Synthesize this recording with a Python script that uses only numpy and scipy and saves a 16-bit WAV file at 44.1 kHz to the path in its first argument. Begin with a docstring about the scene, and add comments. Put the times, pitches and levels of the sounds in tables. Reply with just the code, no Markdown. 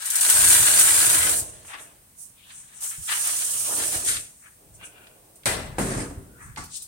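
"""In a workshop with still air, a steel-clad shed door scrapes open in a few slips and one long gritty slide.
Someone squeezes through: clothes brush, shoes scuff, loose metal knocks. The door creaks back, clacks and booms
against its frame, its cladding rattles, and one more step follows. A hand-held pair of microphones hears it all.
Rubbing is made of countless tiny random catches; blows are bursts of noise and ringing tones that die away."""
import sys
import numpy as np
from scipy import signal
from scipy.fft import rfft, irfft, next_fast_len
from scipy.io import wavfile

SR = 44100
rng = np.random.default_rng(int(sys.argv[2]) if len(sys.argv) > 2 else 0)


def dump(signal):
    """Clip the signal to [-1, 1] and save it as 16-bit WAV at the path in sys.argv[1]."""
    limited = np.clip(np.atleast_2d(signal).T, -1, 1)
    pcm = np.round(limited * 32767).astype(np.int16)
    wavfile.write(sys.argv[1], SR, pcm)


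N = 303025
TIME = np.arange(N) / SR

# spectrum of rubbing cloth: (frequency [Hz], relative level per Hz [dB])
FABRIC = [(250, -2.5), (450, 4), (700, -3), (1200, 2.5), (2000, -6), (3000, 2.5), (4500, -5.5),
          (6500, -1.5), (9000, -2), (11000, -4), (15000, -8.5)]
# ringing tones of the door panel: (frequency [Hz], relative level [dB], time to fall 60 dB [s])
PANEL_MODES = [(128.4, 0, 1.3), (195.3, 1.5, 0.55), (270.5, 0, 0.58), (386, -2, 0.79), (592, -6.5, 0.6),
               (684, -5, 0.32), (755, -10, 0.2), (886, -5.5, 0.39), (1060, -8.5, 0.66)]
# ringing tones of loose metal by the doorway: (frequency [Hz], relative level [dB], time to fall 60 dB [s])
LOOSE_METAL_MODES = [(871, 0.5, 0.16), (1140, -2, 0.28), (1430, -8, 0.29), (2100, -1.5, 0.15)]

PORT_SPACING_S = 0.00054   # travel time of sound from one microphone port to the other
RASP_STOP_S = 1.305   # the sheet lifts clear
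SQUEEZE_FROM_S, SQUEEZE_TO_S = 3.11, 3.97   # one long drag through the gap
# (time [s], relative level [dB]) of the door edge and the door panel against the frame, and of the last heel
CLACK_AT, BOOM_AT, HEEL_AT = (5.457, -20.5), (5.784, -25), (6.572, -33)


def from_db(db):
    """Turn decibels into a gain."""
    return 10 ** (np.asarray(db) / 20)


def rms_one(x):
    """Scale a sound to an average (RMS) strength of 1."""
    return x / np.sqrt(np.mean(x ** 2) + 1e-20)


def at_hz(points, hz):
    """Read a table at any frequency, with straight lines on a log-frequency axis."""
    table_hz, values = np.array(points).T
    return np.interp(np.log(np.maximum(hz, 1)), np.log(table_hz), values)


def drift(rate_hz):
    """Slow random wandering with spread 1, worked out at every 20th sample."""
    r = np.exp(-2 * np.pi * rate_hz * 20 / SR)
    noise = rng.standard_normal(N // 20 + 2002)
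    slow = signal.lfilter([1], [1, -2 * r, r * r], noise)[2000:]   # drop the filter's start-up
    return np.interp(np.arange(N) / 20, np.arange(len(slow)), rms_one(slow))


def band(x, low_hz, high_hz, order=2):
    """Keep only one range of frequencies."""
    sos = signal.butter(order, [low_hz, high_hz], "band", fs=SR, output="sos")
    return signal.sosfilt(sos, x + 1e-18)


def colour(x, spectrum):
    """Give a steady sound a spectrum."""
    size = next_fast_len(N, True)
    gains = from_db(at_hz(spectrum, np.fft.rfftfreq(size, 1 / SR)))
    return irfft(rfft(x, size) * gains, size)[..., :N]


def resonance(x, hz, width_hz):
    """One resonance: a narrow band-pass with gain 1 at its top."""
    r = np.exp(-np.pi * width_hz / SR)
    feedback = [1, -2 * r * np.cos(2 * np.pi * hz / SR), r * r]
    return signal.lfilter(np.array([1, 0, -1]) * (1 - r * r) / 2, feedback, x)


def resonances(x, modes):
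    """Several resonances side by side, each with its own width and level."""
    return sum(from_db(db) * resonance(x, hz, width_hz) for hz, width_hz, db in modes)


def pan(left_db):
    """Left and right gains; left_db is how much louder the left is."""
    return from_db(left_db * np.array([[.5], [-.5]]))


def after(s):
    """Seconds gone by since a moment; zero before it."""
    return np.maximum(TIME - s, 0)


def held(from_s, to_s, rise_db_per_s, fall_db_per_s):
    """Fade in, hold at gain 1, fade out."""
    return from_db(-rise_db_per_s * np.maximum(from_s - TIME, 0) - fall_db_per_s * after(to_s))


def stroke(s, length_s):
    """A rubbing movement swells quickly to gain 1 and dies more slowly."""
    t = TIME - s
    swell = (np.minimum(t, 0) / (0.85 * length_s)) ** 2
    fade = np.maximum(t, 0) / (1.033 * length_s)
    return np.exp(-np.minimum(swell + fade, 40))


def strokes(events):
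    """Add up the gains of several rubbing movements."""
    return sum(from_db(db) * stroke(s, length_s) for s, length_s, db in events)


def around(s):
    """The stretch of samples that holds a short stroke."""
    return slice(max(int((s - .3) * SR), 0), int((s + .6) * SR))


def diffuse(size):
    """Noise from all sides at two spaced ports: alike in the bass, unrelated in the treble."""
    padded = next_fast_len(size, True)
    alike = .94 * np.sinc(2 * np.fft.rfftfreq(padded, 1 / SR) * PORT_SPACING_S)
    mid, side = rfft(rng.standard_normal((2, padded)))
    both = np.sqrt(1 + alike) * mid + np.sqrt(1 - alike) * side * [[1], [-1]]
    return irfft(both, padded)[:, :size] / np.sqrt(2)


def scatter(x, t60):
    """A dense cloud of reflections at unit gain that falls 60 dB in t60 seconds."""
    t = TIME[:int(t60 * SR)]
    echoes = diffuse(len(t)) * from_db(-60 * t / t60)
    echoes /= np.sqrt(np.sum(echoes ** 2) / 2)
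    return signal.oaconvolve(np.atleast_2d(x), echoes, axes=1)[:, :N]


def friction(per_s, spread_db, chatter_db, chatter_hz, direct_db):
    """Tiny catches of uneven size come in clumps; they reach the right port first, then scatter."""
    sizes = from_db(spread_db * np.minimum(rng.exponential(1, N), 4)) * rng.choice([-1, 1], N)
    happens = rng.random(N) < per_s / SR
    catches = rms_one(sizes * happens * from_db(chatter_db * drift(chatter_hz)))
    # the left port hears contacts later, less so once the person is inside
    near_s, far_s, turns_s = 0.00045, 0.0002, 2.3
    lag_s = far_s + (near_s - far_s) * np.exp(-(TIME / turns_s) ** 2)
    late = catches[np.arange(N) - np.round(lag_s * SR).astype(int)]
    direct = np.array([late, catches])
    # the contact moves, so each catch scatters into a short cloud of its own
    keep = np.exp(-1 / (0.0076 * SR))
    cloud = np.sqrt(signal.lfilter([1 - keep], [1, -keep], catches ** 2 + 1e-18)) * diffuse(N)
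    return from_db(direct_db) * direct + cloud


def shifting_modes(x):
    """As a contact travels, it favours now one, now another of the steel's many narrow modes."""
    sharpness, swing_db, shifts_hz = 48, 3.7, 12
    out = x
    for hz in np.geomspace(450, 6000, 44):
        favour_db = np.clip(swing_db * drift(shifts_hz), -12, 7) - 1
        out = out + (from_db(favour_db) - 1) * resonance(x, hz, hz / sharpness)
    return out


def hollow(x):
    """Rubbing sets the panel's hollow resonances going."""
    # hollow resonances of the rubbed panel: (frequency [Hz], width [Hz], level [dB])
    hollow_modes = [(306.5, 20, 3), (387, 8, -5), (652, 150, 1.5)]
    return x + resonances(x, hollow_modes)


def strikes(events):
    """One click for each contact."""
    clicks = np.zeros(N) + 1e-18
    for s, db in events:
        clicks[int(s * SR)] = from_db(db)
    return clicks


def bursts(events, low_hz, high_hz, t60):
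    """Each contact sets off a short, dense ring within one band."""
    envelope = signal.lfilter([1], [1, -from_db(-60 / (t60 * SR))], strikes(events))
    return envelope * rms_one(band(diffuse(N), low_hz, high_hz))


def thuds(events, hz, t60):
    """A soft push: a few cycles of one low mode."""
    r, w = from_db(-60 / (t60 * SR)), 2 * np.pi * hz / SR
    return signal.lfilter([0, np.sin(w)], [1, -2 * r * np.cos(w), r * r], strikes(events))


def ring(start, modes, strength_db, uneven_db=0):
    """Clearest modes of a struck part: close pairs that beat, each reaching the ports at its own delays."""
    out, part = np.zeros((2, N)), slice(int(start * SR), int((start + 2) * SR))
    for hz, db, t60 in modes:
        t = np.maximum(TIME[part] - start - rng.uniform(0, PORT_SPACING_S, (2, 1)), 0)
        twin_hz = hz + 17 * rng.uniform(0.53, 1)   # the weaker twin lies 9 to 17 Hz above
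        twin = .5 * rng.choice([-1, 1]) * np.sin(2 * np.pi * twin_hz * t)
        level_db = strength_db + db + uneven_db * rng.standard_normal() - 60 * t / t60
        out[:, part] += from_db(level_db) * (np.sin(2 * np.pi * hz * t) + twin)
    return out


def blow(event, spectrum, ring_times, rise_s):
    """A blow spreads through countless modes that die band by band."""
    s, db = event
    start = int(s * SR)
    t, edges = TIME[:N - start], np.geomspace(30, 17000, 19)
    white, out, power = [diffuse(len(t)), diffuse(len(t))], np.zeros((2, N)), 0
    for k, (low, high) in enumerate(zip(edges, edges[1:])):
        hz = np.sqrt(low * high)
        gain = from_db(at_hz(spectrum, hz))
        envelope = from_db(-60 * t / at_hz(ring_times, hz)) * (1 - np.exp(-t / rise_s))
        beating = from_db(1.8 * drift(20)[start:] * np.minimum(t / 0.1, 1))   # close modes beat as they die
        # neighbouring bands take turns with two unrelated noises
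        out[:, start:] += gain * band(white[k % 2] * envelope * beating, low, high)
        power += gain ** 2 * (high - low) / (SR / 2)
    return from_db(db) * out / np.sqrt(power)


def push(follows):
    """Gain of a sound that follows the push on the door by some share; the push builds, holds and eases."""
    # the edge bites harder for a moment: (time of the height [s], length [s], extra level at share 1 [dB])
    surges = [(0.518, 0.065, 4), (0.825, 0.032, 3)]
    surge_db = sum(db * stroke(s, length_s) for s, length_s, db in surges)
    steady = held(0.305, 1.09, rise_db_per_s=62, fall_db_per_s=21)
    return (steady * from_db(surge_db)) ** follows


def door_side():
    """The grinding edge moves from the left to just right of centre."""
    start_left_db, end_left_db, passes_s = 3, -0.5, 0.35
    return pan(end_left_db + (start_left_db - end_left_db) * np.exp(-(TIME / passes_s) ** 2))


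def squeezing():
    """Gain of the long drag through the gap."""
    return held(SQUEEZE_FROM_S, SQUEEZE_TO_S, rise_db_per_s=158, fall_db_per_s=128)


def pressing():
    """The weight on the panel grows by 14 dB a second, to gain 1 at the end of the drag."""
    return squeezing() * from_db(14 * (TIME - SQUEEZE_TO_S))


def still_air():
    """A faint steady hiss from all sides."""
    # spectrum of the air: (frequency [Hz], relative level per Hz [dB])
    air_spectrum = [(140, -0.5), (400, -12.5), (1000, -12.5), (4000, -18.5), (9000, -16), (15000, -12.5)]
    return from_db(-56.0) * rms_one(colour(diffuse(N), air_spectrum))


def handling():
    """The microphones rumble with the push on the door, the squeeze and each sway of the hand."""
    # spectrum of the rumble: (frequency [Hz], relative level per Hz [dB])
    rumble_spectrum = [(25, -3), (47, 2.5), (110, 3), (180, -3.5), (270, -22), (600, -49)]
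    # the holding hand sways: (time of the height [s], length [s], relative level [dB])
    sways = [(0.424, 0.075, -34.5), (1.168, 0.12, -45.5), (4.132, 0.055, -40.5), (4.777, 0.14, -51),
             (6.49, 0.072, -41)]
    shake = diffuse(N) + from_db(-5.0) * rng.standard_normal((2, N))   # each port also shakes on its own
    door = from_db(-43.5) * push(follows=0.55) * held(0.55, RASP_STOP_S, rise_db_per_s=94, fall_db_per_s=25)
    movement = door + from_db(-48.0) * pressing() + strokes(sways)
    return from_db(-2.5) * movement * rms_one(colour(shake, rumble_spectrum))


def squeaks():
    """A rubbing contact sings briefly in one narrow resonance."""
    # squeaks: (time of the height [s], length [s], relative level [dB], frequency [Hz])
    squeak_events = [(1.23, 0.056, -31.5, 2030), (1.385, 0.016, -49, 680), (6.37, 0.084, -59, 1450)]
    rub, width_hz = diffuse(N), 140   # width of each of two resonances in a row
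    out = np.zeros((2, N))
    for s, length_s, db, hz in squeak_events:
        tone = resonance(resonance(rub, hz, width_hz), hz, width_hz)
        out += from_db(db) * stroke(s, length_s) * rms_one(tone)
    return out


def knocks():
    """Each light knock is a short clunk followed by the ring of the loose metal."""
    # light knocks on loose metal by the doorway: (time [s], relative level [dB])
    knock_events = [(1.648, -46), (1.7018, -38), (1.742, -35), (4.812, -46)]
    clunks = from_db(-2.0) * bursts(knock_events, 650, 2500, t60=0.069)
    rings = sum(ring(s, LOOSE_METAL_MODES, strength_db=db, uneven_db=2.5) for s, db in knock_events)
    return clunks + from_db(-12.0) * rings


def grit_ticks():
    """Grit cracks under a sole: very short bursts of noise."""
    # cracking grit: (time [s], relative level [dB])
    tick_events = [(3.0936, -27), (3.421, -28), (3.836, -28), (4.168, -26.5), (5.0694, -43), (5.434, -45),
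                   (6.561, -35)]
    return from_db(-3.5) * bursts(tick_events, 1400, 4200, t60=.06)


def footfalls():
    """Soft footfalls and bumps: a few cycles of a low mode with a short burst of bass noise."""
    # soft footfalls and bumps: (time [s], relative level [dB])
    thud_events = [(0.596, -28), (1.198, -33), (1.405, -38.5), (2.982, -32), (3.955, -33), (5.959, -25),
                   (6.168, -34), (6.586, -33.5)]
    noise = band(bursts(thud_events, 42, 117, t60=0.14), 24, 143, order=4)
    return from_db(1.0) * thuds(thud_events, hz=63.0, t60=0.04) + from_db(-0.5) * noise


def last_heel():
    """The last heel lands as a blow and also sets the loose metal ringing."""
    # spectrum of the heel: (frequency [Hz], relative level per Hz [dB])
    heel_spectrum = [(60, -1), (150, 7), (350, -0.5), (600, -15), (950, 8), (1400, -1), (2000, -5),
                     (3200, -14), (5000, -8.5), (9000, -14), (14000, -54)]
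    # how long it rings: (frequency [Hz], time to fall 60 dB [s])
    heel_ring_times = [(60, 0.42), (1000, 0.29), (12000, 0.46)]
    heel = blow(HEEL_AT, heel_spectrum, heel_ring_times, rise_s=0.0011)
    return heel + ring(HEEL_AT[0], LOOSE_METAL_MODES, strength_db=-37.5)


def scuffs_and_bumps():
    """Short gritty strokes swell and die: mostly soles, also bumps on the panel and a cloth swish."""
    # strokes, each in its own band: (time of the height [s], length [s], relative level [dB], centre [Hz],
    # reach of the band below and above the centre [factor], left over right [dB])
    gritty_strokes = [(1.573, 0.14, -55, 1700, 2.7, 4), (1.749, 0.064, -42, 1550, 2.04, 5.5),
                      (2.43, 0.058, -56, 2900, 1.3, 9), (2.525, 0.078, -53.5, 1950, 2, -2),
                      (2.764, 0.13, -55, 1660, 2.2, -1), (2.842, 0.037, -43.5, 1900, 2.9, -1),
                      (2.922, 0.05, -46, 1900, 1.9, 2), (3.115, 0.033, -29, 1950, 2, 7),
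                      (3.307, 0.14, -38, 1900, 3.2, 6), (3.725, 0.047, -36.5, 890, 1.6, -3.5),
                      (3.823, 0.056, -39.5, 2070, 2.3, 10), (3.956, 0.056, -35.5, 990, 5, 5),
                      (4.106, 0.044, -28, 2570, 2, 3.5), (4.458, 0.037, -53.5, 1680, 1.54, 7.5),
                      (6.443, 0.06, -47, 1400, 1.48, 2.5), (6.762, 0.047, -38, 5400, 1.61, 3)]
    grit = friction(per_s=2500, spread_db=3.0, chatter_db=3.0, chatter_hz=50.5, direct_db=-4.5)
    out = np.zeros((2, N))
    for s, length_s, db, hz, reach, left_db in gritty_strokes:
        part = around(s)
        scrape = rms_one(band(grit[:, part], hz / reach, hz * reach, order=3))
        out[:, part] += from_db(db) * stroke(s, length_s)[part] * pan(left_db) * scrape
    return out + from_db(-8.0) * resonance(out, hz=1710, width_hz=270)   # adds bite to every stroke


def clothes():
    """Fibres flick over each other: a fine, even hiss; each stroke is given its own upper edge."""
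    # a sleeve or trouser leg brushes: (time of the height [s], length [s], relative level [dB],
    # left over right [dB], upper edge of the hiss [Hz])
    brushes = [(1.476, 0.092, -42.5, -2, 10500), (1.697, 0.049, -44, -2, 13100),
               (1.826, 0.042, -44.5, -2, 13100), (2.221, 0.048, -41.5, -5.5, 17000),
               (2.58, 0.1, -45.5, 1.5, 10500), (2.78, 0.04, -47, 5, 10100), (2.843, 0.036, -28.5, 2, 18000),
               (2.905, 0.046, -34, -0.5, 18000), (4.102, 0.057, -22.5, 0, 13600),
               (4.443, 0.1, -55, 0, 10900), (4.757, 0.02, -51, -1, 9600), (4.859, 0.024, -44, -3, 11000),
               (6.45, 0.05, -50, 3, 10200), (6.772, 0.019, -40, 12, 17000)]
    rub = friction(per_s=14000, spread_db=-3.0, chatter_db=1.36, chatter_hz=69.4, direct_db=-14.5)
    rub = colour(rub, FABRIC)
    drag = rms_one(band(rub, 5130, 19845, order=4))
    out = from_db(-26.0) * squeezing() * pan(left_db=-3.0) * drag
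    for s, length_s, db, left_db, top_hz in brushes:
        part = around(s)
        hiss = rms_one(band(rub[:, part], 5620, top_hz, order=4))
        out[:, part] += from_db(db) * stroke(s, length_s)[part] * pan(left_db) * hiss
    return from_db(-4.5) * out


def squeeze():
    """A coat drags along the cladding; a hollow rub lies under it."""
    # a shoulder or hip rubs on a hollow panel: (time of the height [s], length [s], relative level [dB])
    panel_rubs = [(1.822, 0.1, -56), (3.728, 0.034, -47), (3.817, 0.036, -47.5), (3.97, 0.042, -47),
                  (4.1, 0.078, -48.5), (4.626, 0.042, -60), (5.063, 0.37, -58.5)]
    drag = friction(per_s=6000, spread_db=4.5, chatter_db=1.5, chatter_hz=40.4, direct_db=-19.5)
    drag = colour(drag, FABRIC)
    judder = from_db(1.7 * drift(45))   # the cloth catches and lets go
    coat = rms_one(band(drag, 1100, 7600, order=3))
    top = from_db(-41.5) * squeezing() * judder * coat * pan(left_db=1.0)
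    rubs = from_db(-48.5) * pressing() + strokes(panel_rubs)
    return top + from_db(1.5) * rubs * rms_one(band(hollow(drag), 182, 890, order=3))


def cladding():
    """Loose sheets chatter on their screws while the panel swings after the boom."""
    chatter = friction(per_s=2200, spread_db=4.0, chatter_db=1.0, chatter_hz=60, direct_db=-11)
    swing = from_db(-38) * held(5.81, 6.015, rise_db_per_s=503, fall_db_per_s=155)
    top = from_db(-3.5) * rms_one(band(chatter, 4300, 9100))
    middle = rms_one(band(chatter, 860, 1960))
    low = rms_one(band(hollow(chatter), 194, 550))
    return swing * (top + middle + low)


def rebounds():
    """The swinging panel knocks against its stop or frame: a dull clunk that rings its modes unevenly."""
    # knocks at the end of its travel, and on the frame after the boom: (time [s], relative level [dB])
    rebound_events = [(1.385, -42.5), (5.983, -32), (6.108, -36.5)]
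    clunks = bursts(rebound_events, 90, 570, t60=0.1)
    rings = sum(ring(s, PANEL_MODES, strength_db=db, uneven_db=4.5) for s, db in rebound_events)
    return clunks + from_db(-14.5) * rings


def hinge():
    """The door swings back: uneven slips in the hinge ring its resonances."""
    # creaks: (time of the height [s], length [s], relative level [dB])
    creak_events = [(4.839, 0.039, -45.5), (5.002, 0.094, -53)]
    # resonances of the hinge: (frequency [Hz], width [Hz], relative level [dB])
    hinge_modes = [(1510, 120, -3.5), (2450, 110, -3), (2750, 150, 0), (3280, 130, -6)]
    slips = friction(per_s=760, spread_db=3.0, chatter_db=2.5, chatter_hz=40, direct_db=-6)
    creak = from_db(-14) * slips + resonances(slips, hinge_modes)
    return rms_one(band(creak, 450, 3050, order=3)) * strokes(creak_events) * pan(left_db=3.5)


def door_shut():
    """The latch edge clacks, the whole panel booms; both blows ring the panel's modes."""
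    # spectra of the two blows: (frequency [Hz], relative level per Hz [dB])
    clack_spectrum = [(60, 1), (300, -3.5), (600, 0), (1200, -4), (1900, 1), (2800, -8.5), (4000, -2),
                      (6000, -13), (9000, -4), (12000, -18.5)]
    boom_spectrum = [(60, -2), (130, 1), (250, -2.5), (400, -2.5), (800, -16), (1200, -14.5), (2600, -19.5),
                     (6000, -28.5), (9000, -15), (12000, -35.5)]
    # how long each blow rings: (frequency [Hz], time to fall 60 dB [s])
    clack_ring_times = [(60, 2.7), (400, 0.96), (3000, 0.55), (8000, 0.43)]
    boom_ring_times = [(100, 1.28), (1100, 1.1), (3000, 0.78), (12000, 0.71)]
    # ringing tones of the steel door edge: (frequency [Hz], relative level [dB], time to fall 60 dB [s])
    edge_modes = [(1236, -10, 0.45), (1660, -9, 0.92), (2020, 2, 0.54), (2440, 1, 0.41), (3900, 0, 0.25)]
    clack_s, boom_s = CLACK_AT[0], BOOM_AT[0]
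    # the first touch of steel on steel
    crack = from_db(-20.0) * bursts([(clack_s, 0)], 1000, 8500, t60=0.022)
    clack = blow(CLACK_AT, clack_spectrum, clack_ring_times, rise_s=0.0004) * from_db([[.5], [-2.0]])
    clack_ring = ring(clack_s, edge_modes, strength_db=-34.5) + ring(clack_s, PANEL_MODES, strength_db=-43.0)
    # the whole edge meets the frame
    slam = from_db(-21.5) * bursts([(boom_s, 0)], 200, 1150, t60=0.14)
    boom = blow(BOOM_AT, boom_spectrum, boom_ring_times, rise_s=0.001) * from_db([[0.0], [-1.0]])
    boom_ring = ring(boom_s, PANEL_MODES, strength_db=-32.5)
    return crack + clack + clack_ring + slam + boom + boom_ring


def sharp_slips():
    """Sharp slips and snags: each sets off a short, bright burst of noise."""
    # slips and snags: (time [s], relative level [dB])
    slip_events = [(0.056, -18.5), (0.1016, -14.5), (0.155, -11), (0.2094, -10), (0.2988, -6.5),
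                   (0.792, -7), (2.806, -33), (3.27, -17), (4.048, -21.5), (5.356, -43), (6.638, -35),
                   (6.8214, -29.5)]
    return from_db(-10.0) * bursts(slip_events, 5600, 14500, t60=0.15) * door_side()


def door_slide():
    """The edge grinds along: fine grit on top, the sheet rasping and droning below."""
    # spectrum of the grinding sheet: (frequency [Hz], relative level per Hz [dB])
    sheet_spectrum = [(250, -8.5), (380, -2.5), (800, -7), (1150, -6), (1500, -2), (2000, -2.5),
                      (2500, -4.5), (4000, 0), (5200, -3), (7000, 1), (9000, 0.5), (12000, -2.5),
                      (15000, -6.5)]
    # resonances of the sliding sheet: (frequency [Hz], width [Hz], relative level [dB])
    sheet_modes = [(630, 260, -18), (1560, 210, -12), (1970, 180, -26)]
    grit = push(follows=1) * from_db(-330 * after(1.395))   # the door comes to rest and the grit dies
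    rasp = push(follows=0.76) * from_db(-140 * after(RASP_STOP_S))
    # the panel drones once the door runs, and more the further it stands out
    drone = held(0.29, RASP_STOP_S, rise_db_per_s=134, fall_db_per_s=69) * from_db(4 * TIME)
    grind = friction(per_s=4000, spread_db=3.3, chatter_db=1.0, chatter_hz=60, direct_db=-6.5)
    grind = colour(grind, sheet_spectrum)
    steely = grind + from_db(-7) * scatter(grind, t60=0.15)   # the sheet's dense, fixed modes ring briefly
    sheet = steely + from_db(-3.5) * resonances(steely, sheet_modes)
    top = from_db(-21.5) * grit * rms_one(band(grind, 6000, 19845)) * door_side()
    judder = from_db(2.1 * drift(110))   # the edge sticks and slips
    scrape = rms_one(band(sheet, 830, 4490, order=3))
    middle = from_db(-26.5) * rasp * judder * scrape * pan(left_db=3.6)
    low = from_db(-44.5) * drone * rms_one(band(hollow(steely), 117, 740, order=3))
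    return top + middle + low


def scene():
    """Door, clothes and shoes sound in the workshop, over handling rumble and still air."""
    rubbing = shifting_modes(scuffs_and_bumps() + squeeze() + cladding() + hinge() + door_slide())
    contacts = squeaks() + knocks() + grit_ticks() + footfalls() + last_heel() + sharp_slips()
    near = rubbing + contacts + clothes()
    workshop = from_db(-12.5) * scatter(near, t60=.36)   # reflections from sheet walls and clutter
    return still_air() + handling() + workshop + near + rebounds() + door_shut()


def record(dry):
    """The cavity before each microphone lifts some treble; peaks are rounded, bottom and top are cut."""
    port_hz = (8460, 9180)   # cavity resonance at the left and right port
    lifted = [x + from_db(8.5) * resonance(x, hz, width_hz=1050) for x, hz in zip(dry, port_hz)]
    heard = signal.sosfilt(signal.butter(3, 33, "high", fs=SR, output="sos"), np.array(lifted))
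    heard = heard / (1 + (heard / .92) ** 6) ** (1 / 6)
    return signal.sosfilt(signal.ellip(12, .1, 90, 16000, fs=SR, output="sos"), heard)


dry = scene()
out = record(dry)
dump(out)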